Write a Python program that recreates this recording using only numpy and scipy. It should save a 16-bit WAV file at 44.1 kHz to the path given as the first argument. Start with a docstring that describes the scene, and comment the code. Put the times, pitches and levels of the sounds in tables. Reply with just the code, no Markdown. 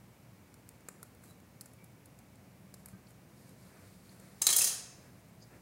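"""Cutting a stem, dropping the knife

A snap-off knife works through a fleshy plant stem in a pot on a glass plate: fibres snap in faint
clicks, rubbing squeaks, and the plate rings as the stem gives. Sleeves rustle, then the knife is
let go and clatters on a stone counter, its steel channel rattling and its loose blade ringing.
The bare, hard room answers, over a low hum."""
import sys
import numpy as np
from scipy import signal
from scipy.fft import rfft, irfft, next_fast_len
from scipy.io import wavfile

SR = 44100
rng = np.random.default_rng(int(sys.argv[2]) if len(sys.argv) > 2 else 0)


def log_audio(samples):
    """Write samples as a 16-bit WAV file to the path given in sys.argv[1]."""
    # one column per channel
    frames = np.atleast_2d(samples).T
    # limit to full scale, then quantise
    limited = np.clip(frames, -1, 1)
    pcm = np.round(limited * 32767).astype(np.int16)
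    wavfile.write(sys.argv[1], SR, pcm)


N = 247576


def amp(db):
    """Decibels to gain."""
    return 10 ** (np.asarray(db) / 20)


def unit_rms(x):
    """Scale to rms 1."""
    return x / np.sqrt(np.mean(x ** 2) + 1e-20)


def curve_at(points, hz):
    """Interpolate (Hz, value) points on a log frequency axis."""
    freqs, values = np.transpose(points)
    return np.interp(np.log(hz + 1), np.log(freqs + 1), values)


def wobble(rate_hz, size=N):
    """Straight lines between Gaussian knots, rate_hz knots a second."""
    place = np.arange(size) * rate_hz / SR
    knots = rng.standard_normal(size // 16)
    return np.interp(place, np.arange(len(knots)), knots)


def noise(gain, size):
    """Noise of rms 1 with spectrum gain(Hz)."""
    m = next_fast_len(size)
    spectrum = rfft(rng.standard_normal(m)) * gain(np.fft.rfftfreq(m, 1 / SR))
    return unit_rms(irfft(spectrum, m)[:size])


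def hiss(spectrum, size=N):
    """Noise of rms 1 coloured by (Hz, dB) points."""
    return noise(lambda hz: amp(curve_at(spectrum, hz)), size)


def resonance(hz, centre_hz, width_hz):
    """Power response of one resonance."""
    return 1 / (1 + (2 * (hz - centre_hz) / width_hz) ** 2)


def strike(t, rise_s, t60_s):
    """Envelope: linear rise, exponential decay."""
    return np.minimum(t / rise_s, 1) * amp(-60 * np.maximum(t - rise_s, 0) / t60_s)


def swells(rows):
    """Envelope: Gaussian bumps (middle s, length s, dB), summed in power."""
    t = np.arange(N) / SR
    bumps = (amp(db) * np.exp(-(2 * (t - middle_s) / length_s) ** 2) for middle_s, length_s, db in rows)
    return np.sqrt(sum(bump ** 2 for bump in bumps))


def add(track, start_s, sound):
    """Mix a sound in at start_s."""
    part = track[round(start_s * SR):][:len(sound)]
    part += sound[:len(part)]


# Hum tones. 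Each row: frequency in Hz, level in dB.
HUM_TONES = [(61, -75.5), (118.4, -70), (2256, -85.5)]
# Drone swells. Each row: middle in seconds, length in seconds, level in dB.
DRONE_RISES = [(2.75, 0.86, -62), (4.08, 0.54, -62.5)]
# Rumble and hiss. Each row: frequency in Hz, relative level in dB.
AIR_SPECTRUM = [(25, -42), (45, -29), (62, -12), (100, -2.5), (135, -2.5), (180, -3.5), (260, -8.5),
                (400, -15), (550, -14.5), (1000, -21), (1400, -24), (2300, -24.5), (3300, -32), (6000, -32),
                (15800, -34)]

def background(waver_db=2.5, drift_rad=0.61, drone_hz=189.5, drone_rest_db=-72.5, air_db=-58.5):
    """A wavering hum, a slowly swelling drone and a steady dull rumble with thin hiss."""
    t = np.arange(N) / SR

    def tone(hz):
        waver = amp(waver_db * wobble(5.07))
        return waver * np.sqrt(2) * np.sin(2 * np.pi * hz * t + drift_rad * wobble(9))

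    hum = sum(amp(db) * tone(hz) for hz, db in HUM_TONES)
    drone = np.hypot(amp(drone_rest_db), swells(DRONE_RISES)) * tone(drone_hz)
    return hum + drone + amp(air_db) * hiss(AIR_SPECTRUM)


# Fibres snapping under blade and fingers. Each row: start in seconds, relative level in dB,
# knock offset in dB, t60 in seconds, pitch in Hz.
FIBRE_SNAPS = [(0.541, -42.5, -7, 0.011, 4200), (0.6901, -30.5, -17, 0.0065, 10200),
               (0.8855, -31, -4, 0.019, 7600), (1.0283, -34.5, -9, .02, 11700),
               (1.1488, -52, -9, 0.013, 11500), (1.2366, -46, -5.5, 0.027, 8000),
               (1.3069, -50.5, -5, 0.018, 8000), (1.6102, -28.5, -22, 0.0054, 6000),
               (1.6118, -37.5, -15, 0.025, 10000), (1.657, -43, -8, 0.023, 7000),
               (1.733, -51.5, -16, 0.029, 11000), (1.841, -45.5, -10, 0.024, 11000),
               (2.0562, -46.5, -22, 0.024, 10500), (2.1876, -49, -15, 0.024, 7500),
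               (2.74, -38.5, -10, .023, 5000), (2.8585, -33.5, -15, .014, 11400),
               (2.8843, -43, -4.5, 0.019, 11000), (3.104, -56, -4, .025, 7700),
               (3.492, -48, -12, 0.016, 5300), (4.1977, -50, -8, 0.021, 8000)]
# Tearing fibre. Each row: frequency in Hz, relative level in dB.
FIBRE_SPECTRUM = [(1500, -31), (2400, -25), (3100, -23.5), (4200, -2), (5100, -5.5), (6000, -6.5),
                  (7200, 1.5), (9000, 1), (11800, 2.5), (13300, -6), (15800, -3.5)]
# Knock of stem and pot. Each row: frequency in Hz, relative level in dB.
KNOCK_SPECTRUM = [(150, -27), (400, 1.5), (800, -10.5), (1350, 2), (1900, -6.5), (2450, -4), (3000, -34),
                  (6000, -63)]
# Blade pushes through wet flesh. Each row: middle in seconds, length in seconds, relative level in dB.
BLADE_PUSHES = [(0.915, .06, -74), (1.06, .06, -75), (1.275, .11, -63.5), (2.8, .05, -70),
                (2.9, 0.065, -67), (3.1, 0.044, -65.5)]

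def fibres(crackle_db=-7, knock_db=-7, pitch_boost_db=6, pitch_width_hz=2500, drag_db=-1, grain_db=4):
    """Each fibre bundle tears in a pitched crackle and knocks the stem; between them the blade drags."""
    out, t = np.zeros(N), np.arange(SR // 16) / SR
    # single fibres part at random while the blade is in the stem
    strays = [(start_s, -53, -8, 0.012, 7000) for start_s in rng.uniform(0.7, 3.3, size=3)]
    for start_s, db, knock_offset_db, t60_s, pitch_hz in FIBRE_SNAPS + strays:
        boost_db = lambda hz: pitch_boost_db * resonance(hz, pitch_hz, pitch_width_hz)
        crackle = noise(lambda hz: amp(curve_at(FIBRE_SPECTRUM, hz) + boost_db(hz)), len(t))
        knock = amp(knock_db + knock_offset_db) * hiss(KNOCK_SPECTRUM, len(t))
        rise_s = 0.082 * t60_s  # a thicker bundle takes longer both to tear and to die away
        add(out, start_s, amp(db) * strike(t, rise_s, t60_s) * (amp(crackle_db) * crackle + knock))
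    drag = unit_rms(hiss(FIBRE_SPECTRUM) * amp(grain_db * wobble(700)))
    return out + amp(drag_db) * swells(BLADE_PUSHES) * drag


# Slips. Each row: middle in seconds, length in seconds, pitch in Hz, width in Hz, level in dB.
SLIPS = [(1.3, 0.045, 3940, 149, -70), (1.809, 0.064, 2280, 80, -67), (3.072, 0.014, 4600, 1400, -66.5),
         (4.094, 0.0063, 4400, 400, -55.5), (5.427, 0.035, 4870, 600, -62),
         (5.428, 0.032, 6630, 1200, -66.5)]

def squeaks():
    """Brief narrow bands of noise where skin, stem and steel slip on each other."""
    out, t = np.zeros(N), np.arange(-SR // 10, SR // 10) / SR
    for middle_s, length_s, pitch_hz, width_hz, db in SLIPS:
        envelope = amp(db) * np.exp(-(2 * t / length_s) ** 2)
        band = noise(lambda hz: resonance(hz, pitch_hz, width_hz), len(t))
        add(out, middle_s + t[0], envelope * band)
    return out


# Modes of the pot on the glass plate. 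Each row: frequency in Hz, level in dB, t60 in seconds.
PLATE_MODES = [(105, -45.5, 0.13), (189, -47, 0.14), (1227, -65, .18), (1572, -64, 0.25)]

def plate(start_s=2.928, rise_s=0.0058):
    """The stem gives: the pot bumps softly and the glass rings."""
    out, t = np.zeros(N), np.arange(SR // 2) / SR
    for hz, db, t60_s in PLATE_MODES:
        add(out, start_s, amp(db) * strike(t, rise_s, t60_s) * np.sin(2 * np.pi * hz * t))
    return out


# Arm movements. Each row: middle in seconds, flap length in seconds, flap level in dB,
# relative swish level in dB.
ARM_MOVES = [(3.44, .12, -69, -66.5), (3.774, 0.22, -61.5, -64), (4.24, 0.32, -66, -64.5),
             (5.066, 0.22, -65, -67.5), (5.54, 0.093, -59.5, -69)]
# Flapping shirt. Each row: frequency in Hz, relative level in dB.
FLAP_SPECTRUM = [(120, -20), (200, -4.5), (550, -2), (850, -11.5), (1700, -8.5), (2600, -16), (4000, -42)]
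# Sliding cloth. Each row: frequency in Hz, relative level in dB.
SWISH_SPECTRUM = [(1470, -30), (2500, -14), (3080, -6), (4420, 3.5), (5980, -1.5), (8790, 2.5), (14400, -5),
                  (15800, -17)]

def sleeves(swish_db=-4, swish_stretch=2.47, crease_db=2):
    """Moving arms flap the shirt and slide cloth over cloth."""
    flap = swells([(s, length_s, db) for s, length_s, db, _ in ARM_MOVES])
    swish = swells([(s, swish_stretch * length_s, db + swish_db) for s, length_s, _, db in ARM_MOVES])
    creases = amp(crease_db * wobble(40))
    return creases * (flap * hiss(FLAP_SPECTRUM) + swish * hiss(SWISH_SPECTRUM))


# Handle and counter. Each row: frequency in Hz, relative level in dB.
HANDLE_SPECTRUM = [(100, -26), (250, -18.5), (450, -11), (700, -18), (1000, -14), (1400, -13.5),
                   (1900, -11), (2900, -14), (4000, -7.5), (4700, -3.5), (7000, -1.5), (10000, 0.5),
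                   (12700, -6), (14200, -5), (15800, -9)]
# Steel channel modes. Each row: frequency in Hz, width in Hz, relative level in dB.
CHANNEL_MODES = [(1847, 32, 0.5), (3180, 140, 1.5), (3970, 86, 0), (5050, 80, 0), (6370, 135, 2),
                 (7020, 140, -2), (7630, 110, -6), (8110, 60, -3), (8860, 130, -3), (9700, 260, -6),
                 (10440, 36, -1), (12000, 90, -5), (13950, 62, -5)]

def rattle(bright_db, size, steel_db=7, scatter_db=2.2):
    """The steel channel rattles in the handle; the corner that lands sets their balance."""
    tilt = [(2500, 0.5 - bright_db), (6000, 0), (9500, 0.0053), (13000, bright_db)]

    def gain(hz):
        handle = amp(curve_at(HANDLE_SPECTRUM, hz) + curve_at(tilt, hz))
        steel = sum(amp(db + steel_db + rng.normal(0, scatter_db)) ** 2 * resonance(hz, mode_hz, width_hz)
                    for mode_hz, width_hz, db in CHANNEL_MODES)
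        return handle * np.sqrt(1 + steel)

    return noise(gain, size)


# Knife on stone. Each row: start in seconds, relative level in dB, brightness in dB, clack pitch in Hz.
KNIFE_BOUNCES = [(4.4155, -30.5, -9, 900), (4.418, -15, -1, 7480), (4.4673, -6, 0.5, 4110),
                 (4.4884, -18.5, -9, 6600), (4.5014, -15, -1, 9800), (4.5266, -14.5, 0.5, 3290),
                 (4.5602, -18.5, 2.5, 10000), (4.5635, -9, 6, 9450), (4.5816, -16.5, 6, 9070),
                 (4.587, -13, 1.5, 8900), (4.6093, -20.5, 0, 2640), (4.6165, -14.5, 0, 9800),
                 (4.6423, -12.5, 3.5, 5240), (4.6713, -18.5, 1.5, 6400), (4.6938, -29, -4, 8700),
                 (4.7217, -32.5, -8, 5230)]
# Loose blade modes. Each row: frequency in Hz, relative level in dB, t60 in seconds.
BLADE_MODES = [(720, -14.5, 0.63), (2660, -16.5, .65), (3935, -19, .55), (5100, -6.5, 0.55),
               (5180, -5, .68), (6165, -15, 0.6), (6400, -5.5, .48), (6350, -5, .5), (6645, -10, 0.42),
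               (7300, -11, .45), (7520, -9, .45), (7640, -9, .4), (8870, -8, .35), (9609, -9, .22)]

def knife(let_go_s=4.45, rise_s=0.0011, contact_db=-9.5, blade_db=-35, chatter_db=0.5,
          clack_db=-7.5, clack_q=15, hard_db=-5.5, hard_t60_s=0.047, doubling_db=10.5, max_t60_s=0.098):
    """Every bounce rattles the knife, favours one mode in a clack and sets the blade ringing anew."""
    out, t = np.zeros(N), np.arange(SR // 2) / SR
    size = SR // 8
    modes = np.array([amp(db) * strike(t, rise_s, t60_s) * np.exp(2j * np.pi * hz * t)
                      for hz, db, t60_s in BLADE_MODES])
    for start_s, db, bright_db, clack_hz in KNIFE_BOUNCES:
        freedom = 0.74 if start_s < let_go_s else 1  # fingers damp rattle and ring
        # a hard blow rebounds cleanly, a softer one chatters longer
        t60_s = freedom * min(hard_t60_s * 2 ** ((hard_db - db) / doubling_db), max_t60_s)
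        envelope = amp(db + contact_db) * strike(t[:size], rise_s, t60_s)
        body = rattle(bright_db, size)
        clack = amp(clack_db) * noise(lambda hz: resonance(hz, clack_hz, clack_hz / clack_q), size)
        chatter = unit_rms(amp(chatter_db * wobble(990, size)))  # loose parts
        add(out, start_s, envelope * (chatter * body + clack))
        gains = amp(rng.normal(0, 1.9, len(modes)))
        phasors = np.exp(2j * np.pi * rng.random(len(modes)))
        ring = ((gains * phasors) @ modes).real
        add(out, start_s, freedom * amp(db + blade_db) * ring)
    return out


# Room decay. Each row: frequency in Hz, t60 in seconds.
ROOM_DECAY = [(200, 1), (1000, 0.96), (3000, 0.64), (6000, 0.59), (9000, 0.48), (12000, 0.35),
              (15000, 0.28)]

def room(x, build_s=0.0085):
    """Wall reflections build briefly, then die, the treble first."""
    hz, t, spectra = signal.stft(rng.standard_normal(SR), SR, nperseg=256)
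    decay = amp(-60 * t / curve_at(ROOM_DECAY, hz)[:, None])
    build = 1 - np.exp(-t / build_s)
    _, tail = signal.istft(spectra * decay * build, SR, nperseg=256)
    return signal.fftconvolve(x, tail / np.linalg.norm(tail))[:N]


def scene(cut_room_db=-14, knife_room_db=-5.0):
    """The cut is close and nearly dry; the clatter fills the room. Mono."""
    cut = fibres() + plate() + squeaks()
    clatter = knife()
    walls = room(amp(cut_room_db) * cut + amp(knife_room_db) * clatter)
    return (cut + clatter + walls + sleeves() + background())[None]


def record(dry, top_hz=15780):
    """Brick-wall low-pass at top_hz."""
    m = next_fast_len(N + SR // 2)
    passband = np.fft.rfftfreq(m, 1 / SR) < top_hz
    return irfft(rfft(dry, m) * passband, m)[..., :N]


dry = scene()
out = record(dry)
log_audio(out)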